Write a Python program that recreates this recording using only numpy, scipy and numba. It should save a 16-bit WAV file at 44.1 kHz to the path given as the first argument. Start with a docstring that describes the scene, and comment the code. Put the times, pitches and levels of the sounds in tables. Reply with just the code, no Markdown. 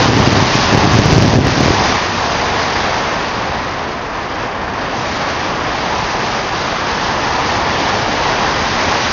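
"""A small camera rides on a model airplane over fields. For the first two seconds uneven propeller wash
thumps the microphone about a hundred times a second, stirs up the airstream and overloads the input.
The motor stops and the plane glides: only the airstream is left, roaring in the microphone port.
It fades as the plane slows, then swells from about 4.6 s as the plane banks down."""
import sys
import numpy as np
from scipy import signal
from scipy.fft import rfft, irfft, next_fast_len
from scipy.io import wavfile
from scipy.ndimage import uniform_filter1d
from numba import njit

SR = 44100
rng = np.random.default_rng(int(sys.argv[2]) if len(sys.argv) > 2 else 0)


def int16_out(signal):
    """Quantize to a 16-bit WAV file."""
    q = np.round(np.clip(np.atleast_2d(signal).T, -1, 1) * 32767)
    wavfile.write(sys.argv[1], SR, q.astype(np.int16))


N = 402191


def undb(db):
    return 10 ** (np.asarray(db) / 20)


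def curves(table):
    """Columns after t/s, interpolated per sample."""
    times_s, *columns = np.transpose(table)
    return [np.interp(np.arange(N) / SR, times_s, column) for column in columns]


def walk(rate_hz):
    """Random steps, smoothed twice; rms 1."""
    hold = int(SR / rate_hz)
    steps = np.repeat(rng.standard_normal(N // hold + 1), hold)
    smooth = uniform_filter1d(uniform_filter1d(steps, hold), hold)[:N]
    return smooth / np.sqrt(np.mean(smooth ** 2))


def ring(x, hz, width_hz):
    """Two-pole resonance; impulse response peaks near 1."""
    radius, angle = np.exp(-np.pi * width_hz / SR), 2 * np.pi * hz / SR
    return signal.lfilter([np.sin(angle)], [1, -2 * radius * np.cos(angle), radius ** 2], x)


@njit
def pulses(rate_hz, rate_factors, sizes):
    """One pulse per phase wrap; each cycle has its own rate factor and size."""
    out, phase, cycle = np.zeros(len(rate_hz)), 0., 0
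    for i in range(len(rate_hz)):
        phase += rate_hz[i] * rate_factors[cycle] / SR
        if phase >= 1:
            phase, cycle = phase - 1, cycle + 1
            out[i] = sizes[cycle]
    return out


# Airframe modes: f/Hz, width/Hz, level/dB
AIRFRAME_MODES = [(113, 77, -2), (260, 350, 2), (407, 91, -9.5)]


def thump(blows, upper_lift_db):
    """Each blow rings the airframe; the microphone rolls off the bass."""
    lowest, *upper = [undb(db) * ring(blows, hz, width_hz) for hz, width_hz, db in AIRFRAME_MODES]
    rung = lowest + undb(upper_lift_db) * sum(upper)
    return signal.sosfilt(signal.butter(2, 80, "high", fs=SR, output="sos"), rung)


# Propeller wash before the motor fade: t/s, thump rate/Hz, level/dB
WASH_TRACK = [(0.0, 129.6, -18.5), (0.2, 116.4, -15.5), (0.41, 112, -17), (0.53, 118.1, -24.5),
              (0.7, 106, -21), (0.9, 118, -15.5), (1.2, 108.1, -6.5), (1.3, 125, -11), (1.37, 140.2, -7.5),
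              (1.55, 110, -16), (1.7, 83.9, -15), (1.83, 85.9, -20), (2.0, 82, -19)]
MOTOR_STOP_S, SUCTION_LEAD_S = WASH_TRACK[-1][0], 0.00217


def propeller_wash():
    """One thump per vortex hitting the port; its low-pressure core arrives just ahead of its push."""
    rate_hz, level_db = curves(WASH_TRACK)
    rate_jitter, size_jitter = rng.standard_normal((N // 100, 2)).T
    pushes = pulses(rate_hz, np.exp(0.24 * rate_jitter), undb(5.4 * size_jitter))
    suction = 0.5 * np.roll(pushes, -int(SUCTION_LEAD_S * SR))
    upper_lift_db = 4 - 4 * np.arange(N) / SR  # duller as the motor winds down
    drone = thump(pushes - suction, upper_lift_db)
    drone /= np.std(drone[:int(MOTOR_STOP_S * SR)])
    return drone * undb(level_db) * motor_running()


def motor_running(fade_s=0.21):
    """1 while the motor turns, ramping to 0 as it stops."""
    return np.clip((MOTOR_STOP_S - np.arange(N) / SR) / fade_s, 0, 1)


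# Airstream: t/s, port roar level/dB, hiss level/dB, whistle lift/dB
AIR_TRACK = [(0.0, -17.5, -18, 0), (0.2, -18.5, -21.5, 2), (0.65, -17, -17.5, -0.5),
             (0.77, -16.5, -20.5, 1.5), (1.0, -18, -20, -1), (1.34, -21.5, -22, 0.5), (1.39, -27, -28.5, 0),
             (1.43, -23, -27.5, 0), (1.48, -19.5, -22.5, -3), (1.65, -17.5, -16.5, 0), (1.86, -18, -23, 3),
             (2.1, -19.5, -24, -2), (2.4, -19.5, -24, 2.5), (2.85, -18, -24.5, 1.5),
             (3.45, -21.5, -31.5, 0), (3.6, -21, -33, -1), (4.05, -24, -36, -1.5), (4.4, -22, -34, 0),
             (4.62, -23, -39, 0.5), (5.03, -20.5, -28.5, -1.5), (5.5, -20.5, -30, -1.5),
             (6.04, -20.5, -27, 2.5), (6.7, -21, -27.5, -1.5), (6.95, -20.5, -27.5, -1),
             (7.25, -19, -26, 2), (8.1, -18.5, -24.5, 1), (9.12, -18, -22, -1)]
# Rush spectrum, with a narrow coder notch at 6.8 kHz that is not part of the wind: f/Hz, level/dB
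RUSH_SPECTRUM = [(15, -34), (25, -11), (86, -3), (130, -5), (450, -6), (1450, -8.5), (1800, -9),
                 (3400, -14.5), (5800, -18), (6500, -22), (6800, -42.5), (6950, -25.5), (7400, -64.5)]
# Hollow resonances of the microphone port: f/Hz, width/Hz, lift/dB
PORT_RESONANCES = [(927, 600, 5), (1770, 310, 1.5), (4840, 630, 2)]


def airstream(spit_db, hiss_from_hz=3040, spit_from_hz=1300, rumble_from_hz=53, rumble_to_hz=370):
    """Port turbulence in half-octave bands: gusts shake all, eddies the treble, each also flickers alone."""
    size = next_fast_len(N)
    hz = np.maximum(np.arange(size // 2 + 1) * SR / size, 1)

    def bell(centre_hz, width_hz):
        return 1 / (1 + (2 * (hz - centre_hz) / width_hz) ** 4)

    def above(f_hz, corner_hz):
        return 1 / (1 + (corner_hz / f_hz) ** 3)

    roar_db, hiss_db, whistle_db = curves(AIR_TRACK)
    _, wash_db = curves(WASH_TRACK)
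    rumble_db = 0.79 * np.maximum(wash_db + 26, 0) * motor_running()  # wash over -26 dB stirs the air
    gust_db = (0.42 + 0.5 * motor_running()) * walk(14)
    rush_hz, rush_db = np.transpose(RUSH_SPECTRUM)
    colour_db = np.interp(np.log(hz), np.log(rush_hz), rush_db)
    colour_db += sum(db * bell(centre_hz, width_hz) for centre_hz, width_hz, db in PORT_RESONANCES)
    spectrum = rfft(rng.standard_normal(size)) * undb(colour_db)
    roar_rms = np.std(irfft(spectrum * ((hz > 600) & (hz < 1300)), size))
    hiss_rms = np.std(irfft(spectrum * ((hz > 2500) & (hz < 6500)), size))
    roar_gain_db = roar_db - 20 * np.log10(roar_rms)
    hiss_gain_db = hiss_db - 20 * np.log10(hiss_rms)
    eddies_db = 0.29 * walk(12) + 0.53 * walk(60) + 1.1 * walk(300)
    rush = np.zeros(N)
    for octave in np.arange(4, 13.6, 0.5):
        band_hz = 2 ** octave
        window = np.clip(1 - 2 * np.abs(np.log2(hz) - octave), 0, 1)
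        band = irfft(spectrum * window, size)[:N]
        hiss_share = above(band_hz, hiss_from_hz)
        rumble_share = above(band_hz, rumble_from_hz) * (1 - above(band_hz, rumble_to_hz))
        gain_db = (1 - hiss_share) * roar_gain_db + hiss_share * (hiss_gain_db + eddies_db)
        gain_db += rumble_share * rumble_db + above(band_hz, spit_from_hz) * spit_db
        rush += band * undb(gain_db + gust_db + 0.61 * walk(12))
    whistle = irfft(spectrum * bell(centre_hz=850, width_hz=250), size)[:N]
    return rush + whistle * undb(roar_gain_db + gust_db) * (undb(whistle_db) - 1)


def port_spit_db(pressure, depth_db=7, knee_per_s=700):
    """Treble gain: rising pressure forces air into the port and spits; falling pressure chokes it."""
    slope_per_s = uniform_filter1d(np.gradient(pressure), 30) * SR
    return depth_db * np.tanh(slope_per_s / knee_per_s)


# Hardest vortex blows: t/s, push level/dB, suction/push ratio
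HARD_BLOWS = [(.059, -6, 0.8), (.135, -7, .8), (0.203, -3, 0.5), (0.276, 3.5, 1), (0.427, -2, 1),
              (.555, 0, 0.65), (.728, -1, 0.72), (.738, -2, 0.6), (0.749, 4.5, 0.5), (0.776, 1.5, 0.45),
              (.844, -2, 0.3), (.854, -1.5, 0.4), (.937, -3, .2), (.990, -2.5, 0.2), (.999, -2, .3),
              (1.141, 0, .3), (1.179, -12, .1), (1.206, -13, .3), (1.225, 0, 0.36), (1.253, -2, 0.2),
              (1.337, -1.5, 0.09), (1.359, -2, 0.28), (1.388, 3, .3), (1.469, -1.5, 0.02), (1.608, 1, 0.7),
              (1.660, 0, 0.3), (1.682, 1, 0.19), (1.706, 1, 0.09)]


def hard_thumps():
    """Strongest vortices: suction, then push. These stay sharp as the motor winds down."""
    blows = np.zeros(N)
    for time_s, push_db, suction_ratio in HARD_BLOWS:
        blows[int(time_s * SR)] = undb(push_db)
        blows[int((time_s - SUCTION_LEAD_S) * SR)] = -suction_ratio * undb(push_db)
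    return thump(blows, upper_lift_db=3.5)


def scene():
    """Thumps plus the airstream whose treble they modulate; mono."""
    thumps = propeller_wash() + hard_thumps()
    return (thumps + airstream(port_spit_db(thumps)))[None]


@njit
def follow(x, attack_s, release_s):
    """Envelope follower of the gain control."""
    out, level = np.empty(len(x)), 0.
    for i in range(len(x)):
        level += (x[i] - level) / (SR * (attack_s if x[i] > level else release_s))
        out[i] = level
    return out


def record(dry, threshold=0.5, treble_cut_hz=7400, top_cut_hz=15800):
    """Fast gain control, converter clipping, treble cut; the overshoot clips again and is low-passed."""
    envelope = follow(np.abs(dry[0]), attack_s=0.0036, release_s=0.054)
    gain = np.minimum(1, threshold / (envelope + 1e-9)) ** 0.48
    clipped = np.clip(dry * gain, -0.96, 0.96)
    dulled = signal.sosfilt(signal.ellip(10, 0.2, 80, treble_cut_hz, fs=SR, output="sos"), clipped)
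    reclipped = np.clip(dulled, -1, 1)
    return signal.sosfilt(signal.ellip(8, 0.2, 70, top_cut_hz, fs=SR, output="sos"), reclipped)


dry = scene()
out = record(dry)
int16_out(out)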